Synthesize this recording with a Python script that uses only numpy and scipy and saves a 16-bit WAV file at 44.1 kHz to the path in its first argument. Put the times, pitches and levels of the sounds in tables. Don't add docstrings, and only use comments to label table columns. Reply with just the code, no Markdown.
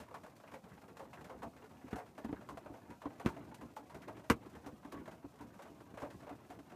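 import sys
import numpy as np
from scipy import signal
from scipy.fft import rfft, irfft
from scipy.io import wavfile

SR = 44100
rng = np.random.default_rng(int(sys.argv[2]) if len(sys.argv) > 2 else 0)


def rack_gain(trim_db):
    fader = np.asarray(trim_db, float)
    return 10 ** (fader / 20)


def generate_wav(sig):
    pcm = np.round(np.clip(np.atleast_2d(sig).T, -1, 1) * 32767).astype(np.int16)
    wavfile.write(sys.argv[1], SR, pcm)


N = 297675
RING = SR // 5
BOOM_TOP_HZ, MID_TOP_HZ = 420, 1300
CONTACT_LEAD_S = 0.0008

# frequency in Hz, density in dB per Hz.
SPLASH_SPECTRUM = [(1470, -40), (2500, -2.5), (2890, -8), (4410, -9), (5830, -9.5), (6380, -9.5),
                   (13000, -16.5), (15200, -14)]


def rms_one(x):
    return x / np.sqrt(np.mean(x ** 2, axis=-1, keepdims=True) + 1e-20)


def at_hz(points, hz):
    point_hz, value = np.transpose(points)
    return np.interp(np.log(hz), np.log(point_hz), value)


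def coloured(spectrum, shape):
    hz = np.maximum(np.fft.rfftfreq(shape[-1], 1 / SR), 1)
    white = rfft(rng.standard_normal(shape))
    return rms_one(irfft(white * rack_gain(at_hz(spectrum, hz)), shape[-1]))


def on_time_line(s, sounds):
    out = np.zeros(N)
    for at, sound in zip((np.asarray(s) * SR).astype(int), sounds):
        out[at:at + RING] += sound[:N - at]
    return out


def roof_modes(count):
    # frequency in Hz, density in dB per Hz.
    roof_response = [(24, -45), (40, -14), (64, -6.5), (128, 0), (237, -7), (283, -6.5), (345, -4.5),
                     (404, -5), (455, -13), (890, -10.5), (2250, -27), (2490, -29.5), (2690, -29.5),
                     (3920, -38), (4500, -33), (5850, -68), (9900, -120)]
    # frequency in Hz, time to fall 60 dB in s.
    roof_t60 = [(60, 0.35), (250, 0.28), (600, 0.18), (1500, 0.14), (4000, 0.099)]
    # frequency in Hz, level in dB (only the frequency is used).
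    lively_modes = [(75, -63), (232, -59), (290.7, -61), (469, -62), (1130, -69), (1561, -74), (1723, -72),
                    (2035, -74), (2116, -78), (2272, -76), (2439, -78), (2810, -79), (2896, -80),
                    (3257, -84)]
    t = np.arange(RING) / SR
    place = (np.arange(count) + rng.random(count)) / count
    hz = np.r_[45 + 4200 * place ** 1.5, np.array(lively_modes)[:, 0]]
    height = rack_gain(at_hz(roof_response, hz)) * hz ** (1 / 6)
    height[count:] *= rack_gain(1.0)
    fade = rack_gain(-60 * t / at_hz(roof_t60, hz)[:, None])
    build_up = 1 - np.exp(-t * hz[:, None] * 1.58)
    return hz, height, np.sin(2 * np.pi * hz[:, None] * t) * fade * build_up


def around(modes, pitch_hz, octaves, depth_db):
    hz, height, rings = modes
    distance = np.log2(hz / pitch_hz) / octaves
    return hz, height * rack_gain(-depth_db * (1 - np.exp(-distance ** 2))), rings


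def strike(modes, chosen, where, scatter_db):
    hz, height, rings = modes
    strength = height * np.sign(where) * rack_gain(scatter_db * np.minimum(np.abs(where), 2.5))
    sound = strength[:, chosen] @ rings[chosen]
    return sound / np.sqrt(np.mean(sound[:, :512] ** 2, axis=1, keepdims=True))


def sustain(ring_s):
    t = np.arange(RING) / SR
    length = np.clip(ring_s, .04, .5) / .12
    choke_db = np.minimum((t / length / 0.06) ** 3 * 9, 200)
    return rack_gain(-500 * t * (1 / length - 1) - choke_db)


def drop_rows():
    # start in s, ring level in dB, loudest pitch in Hz, splash in dB relative to ring.
    taps = [(.083,-46.5,980,-25),(.109,-39,496,-56),(.263,-43,486,-22),(.364,-66.5,598,4),(.4,-46.5,700,-21.5),(.778,-44.5,810,-31),(.816,-49.5,452,-16.5),(.969,-42,506,-16.5),(1.053,-43.5,660,-47),(1.209,-42,446,-22),(1.882,-43,740,-25),(1.929,-31,433,-30),(2.246,-35,458,-24.5),(2.291,-40,890,-35),(2.328,-33,420,-39),(2.573,-33.5,673,-27),(3.057,-30.5,1045,-42),(3.198,-34,700,-24.5),(3.213,-36,750,-30),(3.516,-41.5,876,-35),(3.544,-43.5,970,-11),(4.195,-43.5,479,-25),(4.848,-41,1040,-25),(4.922,-37.5,1110,-16),(5.078,-33.5,627,-30),(5.246,-44,462,-48),(5.338,-50,425,-55),(5.804,-43.5,430,-24),(6.448,-52,680,-21),(6.589,-45.5,665,-19.5)]
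    drips = [(.143,-36.5,694,-23.5),(.234,-44,620,-21.5),(.436,-43,613,-35),(.538,-38.5,526,-22.5),(.64,-49,456,-23),(1.429,-33.5,675,-28),(1.564,-46,510,-23),(1.621,-47,440,-44),(2.062,-53,537,-17),(2.179,-36.5,608,-25.5),(2.41,-45.5,603,-24),(2.489,-35,1046,-24.5),(2.66,-36.5,594,-35),(3.017,-41,640,-23.5),(3.103,-45.5,778,-39),(3.365,-38,667,-30),(3.765,-33.5,860,-25.5),(4.018,-50,680,-13),(4.08,-35.5,636,-26.5),(4.168,-47,413,-20),(4.458,-63,805,-7),(4.551,-42,473,-23),(4.662,-39.5,503,-19.5),(4.828,-51,900,-28),(5.056,-50,560,-17),(5.227,-53.5,840,-26),(5.393,-47.5,925,-28),(5.541,-52.5,1180,-17),(6.293,-38.5,713,-27),(6.718,-45,736,-29)]
    splats = [(.479,-58,684,-13),(.515,-44,1094,-22),(.88,-47,485,-23),(.993,-38.5,535,-26),(1.133,-43.5,690,-21),(1.243,-42.5,600,-19.5),(1.296,-36,520,-29.5),(1.64,-53.5,815,-16),(1.907,-44,500,-20),(1.958,-34,750,-24),(1.982,-36,703,-27),(2.701,-47,714,-72),(2.739,-42.5,670,-27),(2.902,-43.5,957,-22),(3.61,-42,1036,-24),(3.896,-45.5,964,-21),(3.944,-40,664,-22),(4.239,-45.5,638,-26),(4.423,-49,630,-25),(4.643,-46.5,530,-31),(4.939,-39.5,1110,-33),(5.111,-47,650,-17),(5.408,-44.5,1000,-20),(5.59,-41,558,-27),(5.653,-45,665,-30),(5.973,-35,606,-28),(6.019,-33,588,-29),(6.224,-44.5,674,-29),(6.267,-39.5,591,-35),(6.501,-39,713,-24.5)]
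    fainter_drips = [(.001,-41.5,600,-16),(.03,-49,694,-22),(1.42,-39,950,-29),(1.706,-60,581,-15),(1.812,-52,517,-23),(3.249,-42,1100,-22),(3.287,-38.5,910,-19),(3.451,-55,657,-43),(4.496,-60,565,-7),(5.62,-48.5,800,-13),(5.94,-46.5,656,-22.5),(6.0,-50,900,-12),(6.046,-47,660,-24),(6.103,-46.5,600,-16),(6.204,-54,1100,-15),(6.383,-58,610,-35),(6.698,-51.5,614,-17.5)]
    knocks = [
        (3.261,-31,422,-18),
        (4.3,-24,450,-12),
    ]
    rows = []
    for kind, ring_s, swell_s in [(taps, 0.088, 0), (drips, 0.15, 0), (splats, .175, .0015), (fainter_drips, 0.15, 0)]:
        for s, db, hz, splash_db in kind:
            upper_db = -15 + 0.19 * (splash_db + 24) - 0.38 * (db + 43)
            rows.append((s, db, hz, upper_db, splash_db, ring_s, swell_s))
    for s, db, hz, splash_db in knocks:
        rows.append((s, db, hz, -7.5, splash_db, 0.096, 0))
    return rows


def heavy_drops(modes):
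    s, mid_db, pitch_hz, upper_db, splash_db, ring_s, swell_s = np.transpose(drop_rows())[:, :, None]
    t, hz = np.arange(RING) / SR, modes[0]
    where = rng.standard_normal((len(s), len(hz)))
    spot = around(modes, pitch_hz, octaves=0.073, depth_db=12)
    mid = rack_gain(-13.0) * strike(spot, (hz >= BOOM_TOP_HZ) & (hz < MID_TOP_HZ), where, scatter_db=2.0)
    upper = rack_gain(upper_db - 5) * strike(modes, hz >= MID_TOP_HZ, where, scatter_db=5.0)
    spread_s = 0.00025 + 0.0016 * np.clip((-31 - mid_db) / 15, 0, 1)
    swell = 1 - np.exp(-t / (0.73 * spread_s + swell_s))
    spray = rack_gain(-60 * t / 0.12) * (1 - np.exp(-t / spread_s))
    splash = rack_gain(splash_db) * coloured(SPLASH_SPECTRUM, (len(s), RING)) * spray
    sound = ((mid + upper) * swell + splash) * sustain(ring_s)
    return on_time_line(s[:, 0] - CONTACT_LEAD_S, rack_gain(mid_db) * sound)


def push_rows():
    # start in s, boom in dB, pitch in Hz, hold in s.
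    round_pushes = [(1.435,-41.5,251,0.039),(1.843,-39,278,0.027),(2.248,-34,250,0.022),(2.267,-44,284,0.016),(2.291,-33,278,0.022),(2.329,-37,275,.016),(2.499,-50,257,0.053),(3.057,-30.5,278,0.02),(3.248,-33,235,0.027),(3.367,-42.5,294,0.043),(3.621,-42.5,254,0.042),(3.793,-46.5,296,.036),(4.2995,-24,300,.028),(4.465,-42,322,0.018),(4.663,-38,300,0.027),(4.85,-41,280,0.019),(4.93,-41.5,305,.031),(4.965,-40,263,0.034),(5.244,-37,284,0.023),(6.309,-41.5,295,.03)]
    # start in s, boom in dB, pitch in Hz, hold in s.
    thuds = [(.002,-44,227,0.028),(1.93,-35,220,0.012),(1.945,-37,280,.022),(2.702,-40,290,0.025),(3.268,-29,335,.01),(3.279,-35,317,.025),(3.949,-43,358,.033),(4.302,-22,233,.022),(4.727,-43,260,0.026),(5.44,-45.5,230,0.034),(5.56,-49.5,199,.025),(5.7,-47,300,0.039),(6.026,-37.5,302,0.023)]
    # start in s, boom in dB, pitch in Hz.
    nudges = [(0.235,-49.5,200),(0.527,-47,256),(.638,-47,200),(0.713,-49,165),(.887,-64,283),(1.135,-58,216),(1.249,-51,175),(1.364,-55,265),(2.074,-51,226),(2.187,-46,293),(2.655,-48,253),(2.894,-43,256),(3.459,-53,260),(4.074,-43.5,336),(4.545,-49,302),(4.997,-39.5,280),(5.406,-41.5,264),(5.804,-51.5,340),(5.853,-60,285),(5.91,-56,250),(5.943,-52,258),(6.156,-58,190),(6.497,-45.5,292),(6.589,-47,280)]
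    rows = []
    for kind, deep_db in [(round_pushes, -24.5), (thuds, -12)]:
        for s, db, hz, hold_s in kind:
            rows.append((s, db, hz, deep_db, hold_s))
    for s, db, hz in nudges:
        rows.append((s, db, hz, -18, 0.03))
    return rows


def thumps(modes):
    s, level_db, pitch_hz, deep_db, hold_s = np.transpose(push_rows())[:, :, None]
    t, hz = np.arange(RING) / SR, modes[0]
    where = -.3 - rng.random((len(s), len(hz)))
    spot = around(modes, pitch_hz, octaves=0.31, depth_db=13.5)
    note = strike(spot, hz < 520, where, scatter_db=9.0)
    choke_db = np.minimum(9 * (t / np.clip(hold_s, .004, .1)) ** 3, 200)
    held = (1 - np.exp(-t / 0.0047)) * rack_gain(290 * t - choke_db)
    deep_spot = around(modes, 102, octaves=0.68, depth_db=0.5)
    deep = strike(deep_spot, hz < 190, where, scatter_db=-3.0) * sustain(0.078)
    tail = rack_gain(-15.0) * note * sustain(0.15)
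    sound = note * held + tail + rack_gain(deep_db + 4.5) * deep
    return on_time_line(s[:, 0] - CONTACT_LEAD_S, rack_gain(level_db - 6.5) * sound)


def rib():
    # frequency in Hz, level in dB, time to fall 60 dB in s.
    rib_modes = [(464, -35, .12), (622, -40, .11), (964, -40, .08), (1058, -34, .09), (1136, -31, .08),
                 (1280, -33, .08), (1410, -36, .075), (1560, -35, .07), (1652, -37, .07), (1720, -36, .07),
                 (2032, -37, .06), (2275, -39, .07), (2864, -37, .05), (1958, -42, .06)]
    # start in s, level in dB.
    rib_hits = [
        (4.3, 3.0),
        (3.261, -13.0),
    ]
    t = np.arange(RING) / SR
    s, level_db = np.transpose(rib_hits)
    ring = np.zeros(RING)
    for k, (hz, db, t60) in enumerate(rib_modes):
        ring += (-1) ** k * rack_gain(db - 60 * t / t60) * np.sin(2 * np.pi * hz * t)
    return on_time_line(s, rack_gain(level_db)[:, None] * ring * (1 - np.exp(-t / .0006)))


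def pops():
    # start in s, level in dB, pitch in Hz.
    dents = [
        (.143, -36, 750),
        (1.9295, -31, 230),
        (2.2475, -35, 300),
        (2.3283, -28, 260),
        (3.2608, -15.5, 225),
        (4.3052, -19, 250),
        (5.9405, -40, 260),
        (6.1555, -44, 130),
    ]
    s, level_db, pitch_hz = np.transpose(dents)[:, :, None]
    turns = pitch_hz * np.arange(RING) / SR
    fade = rack_gain(level_db + 4.0 - 60 * turns / 3.5)
    return on_time_line(s[:, 0], -fade * np.sin(2 * np.pi * turns) * (1 - np.exp(-turns / .12)))


def pings(modes):
    # start in s, level in dB, pitch in Hz.
    high_drops = [(0.1424, -44, 1100), (0.477, -55, 2500), (0.54, -53, 2220), (2.66, -60, 2300),
                  (2.903, -59, 2300), (3.2606, -40.5, 2630), (4.03, -55.5, 1840), (4.3, -32, 2400),
                  (.72, -58, 1900), (1.77, -63.5, 2600), (2.36, -53.5, 1600), (6.03, -62, 2200),
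                  (0.972, -71, 2620), (1.131, -51, 2640), (1.1747, -52.5, 1650), (1.4216, -51, 1700),
                  (1.8686, -60, 2440), (2, -56, 2160), (3.261, -42, 1300), (1.9295, -46, 1600),
                  (4.975, -55.5, 2010), (5.0579, -56, 1850), (5.16, -72, 2720), (6.103, -62, 1820)]
    s, level_db, pitch_hz = np.transpose(high_drops)[:, :, None]
    spot = around(modes, pitch_hz, octaves=0.33, depth_db=11.5)
    where = rng.standard_normal((len(s), len(modes[0])))
    sound = strike(spot, modes[0] > 900, where, scatter_db=-1.0)
    ring_s = .15 - .0015 * (level_db + 55)
    return on_time_line(s[:, 0] - CONTACT_LEAD_S, rack_gain(level_db - 6) * sound * sustain(ring_s))


def ticks():
    # start in s, peak level in dB, pitch in Hz.
    contacts = [(0.1436, -50, 1810), (0.3651, -57, 1850), (0.4379, -57, 1530), (0.4783, -53, 2300),
                (0.5212, -50, 1780), (0.6414, -56, 1700), (0.9702, -51, 1560), (0.9951, -51, 1530),
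                (1.1323, -48, 2560), (1.2161, -53, 1530), (1.2456, -48, 2000), (1.2885, -51, 1550),
                (1.4292, -48, 1700), (1.918, -45, 1640), (1.933, -44, 1530), (1.9584, -50, 1500),
                (2.1809, -50, 1500), (2.2458, -49, 1700), (2.2887, -55, 1760), (2.3286, -46, 1600),
                (2.366, -54, 1540), (2.4892, -45, 1550), (2.5726, -49, 1500), (2.6618, -55, 1840),
                (2.7417, -53, 1560), (2.8973, -53, 2010), (3.0255, -47, 1810), (3.0555, -49, 1760),
                (3.2031, -46, 1700), (3.26, -30, 1580), (3.4935, -57, 1710), (3.5438, -48, 1700),
                (3.7653, -48, 1510), (3.9, -54, 1640), (4.0277, -54, 1780), (4.0771, -52, 1710),
                (4.2991, -15, 1720), (4.5421, -52, 1690), (4.6448, -54, 1620), (4.6643, -50, 1830),
                (4.9202, -48, 1940), (5.0589, -52, 1680), (5.3901, -53, 1530), (5.7997, -57, 1510),
                (5.9753, -52, 1650), (6.0242, -47, 1500), (6.103, -53, 1610), (6.2711, -52, 1570),
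                (6.2936, -51, 1670), (6.4956, -53, 1510)]
    s, level_db, pitch_hz = np.transpose(contacts)[:, :, None]
    t = np.arange(RING) / SR
    octaves_off = rng.uniform(-.3, .3, (len(s), 3)) + [-.3, 0, 1.2]
    pitches = pitch_hz * 2 ** octaves_off
    sound = np.zeros((len(s), RING))
    for k in range(3):
        turns = pitches[:, [k]] * t
        sound += np.sin(2 * np.pi * turns) * rack_gain(-60 * turns / 8.0)
    lag_s = .0015 * np.clip((level_db[:, 0] + 45) / 30, 0, 1)
    return on_time_line(s[:, 0] - .0003 + lag_s, rack_gain(level_db - 6.0) * sound)


def shower(s):
    # time in s, strength in dB, fineness in dB.
    strength_rows = [(0.0, -59, 0), (0.43, -69, 0), (1.4, -58, 0.0038), (1.63, -64, 0), (1.82, -68, 0),
                     (2.39, -56, 0), (2.97, -66, 0), (3.44, -57, 0), (3.74, -65.5, 0), (3.93, -60, 0),
                     (4.23, -55.5, 0), (4.63, -62.5, 0.0042), (5.06, -56.5, 0), (5.22, -67.5, 0),
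                     (5.93, -62, 0), (6.15, -56, 0), (6.5, -66.5, 0), (6.75, -61, 0)]
    at_s, strength_db, fineness_db = np.transpose(strength_rows)
    db, fine_db = np.interp(s, at_s, strength_db), np.interp(s, at_s, fineness_db)
    swing = db + 60
    ring_db = -60.5 + 0.5 * swing + fine_db
    spray_db = -76.5 + 0.067 * swing + .4 * fine_db
    return db + 2.5, ring_db, spray_db


def patter(modes, per_s, spread_db):
    count = 700
    s = np.sort(rng.random(count)) * N / SR
    boom_db, ring_db, _ = np.array(shower(s))[:, :, None]
    size = rack_gain(spread_db * np.minimum(rng.exponential(1, (count, 1)), 4))
    where = rng.standard_normal((count, len(modes[0])))
    low = modes[0] < BOOM_TOP_HZ
    boom_spot = around(modes, 257, octaves=0.57, depth_db=6.0)
    boom = rack_gain(boom_db - 11.5) * strike(boom_spot, low, where, scatter_db=3.5)
    ring = rack_gain(ring_db - 10.5) * strike(modes, ~low, where, scatter_db=16.5)
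    droplet_size = rack_gain(spread_db * np.minimum(rng.exponential(1, N), 4))
    droplets = (rng.random(N) < per_s / SR) * droplet_size
    spatter = np.sqrt(signal.lfilter([1], [1, -.997], droplets ** 2) + .8 ** 2)
    spray_db = np.minimum(shower(np.arange(N) / SR)[2], -68) + 1.0
    spray = rack_gain(spray_db) * rms_one(spatter * coloured(SPLASH_SPECTRUM, (N,)))
    return on_time_line(s, size * (boom + ring)) + spray


def recorder_floor():
    # frequency in Hz, density in dB per Hz.
    floor_spectrum = [(15, -62), (25, -18), (106, 2.5), (279, 7), (356, -12), (518, 0), (677, 1), (960, -8),
                      (3120, -26.5), (12600, -28), (15200, -19.5)]
    return rack_gain(-66.5) * coloured(floor_spectrum, (N,))


def scene():
    modes = roof_modes(count=170)
    rain = heavy_drops(modes) + thumps(modes) + rib() + pops() + pings(modes) + ticks()
    rain += patter(modes, per_s=260, spread_db=2.0)
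    return (rain + recorder_floor())[None]


def low_pass(x):
    return signal.sosfilt(signal.butter(12, 15360, fs=SR, output="sos"), x)


def record(dry):
    bass = signal.butter(4, 52, "high", fs=SR, output="sos")
    top = signal.cheby2(12, 60, 15700, fs=SR, output="sos")
    mix = signal.sosfilt(np.r_[bass, top], dry)
    return low_pass(mix)


dry = scene()
out = record(dry)
generate_wav(out)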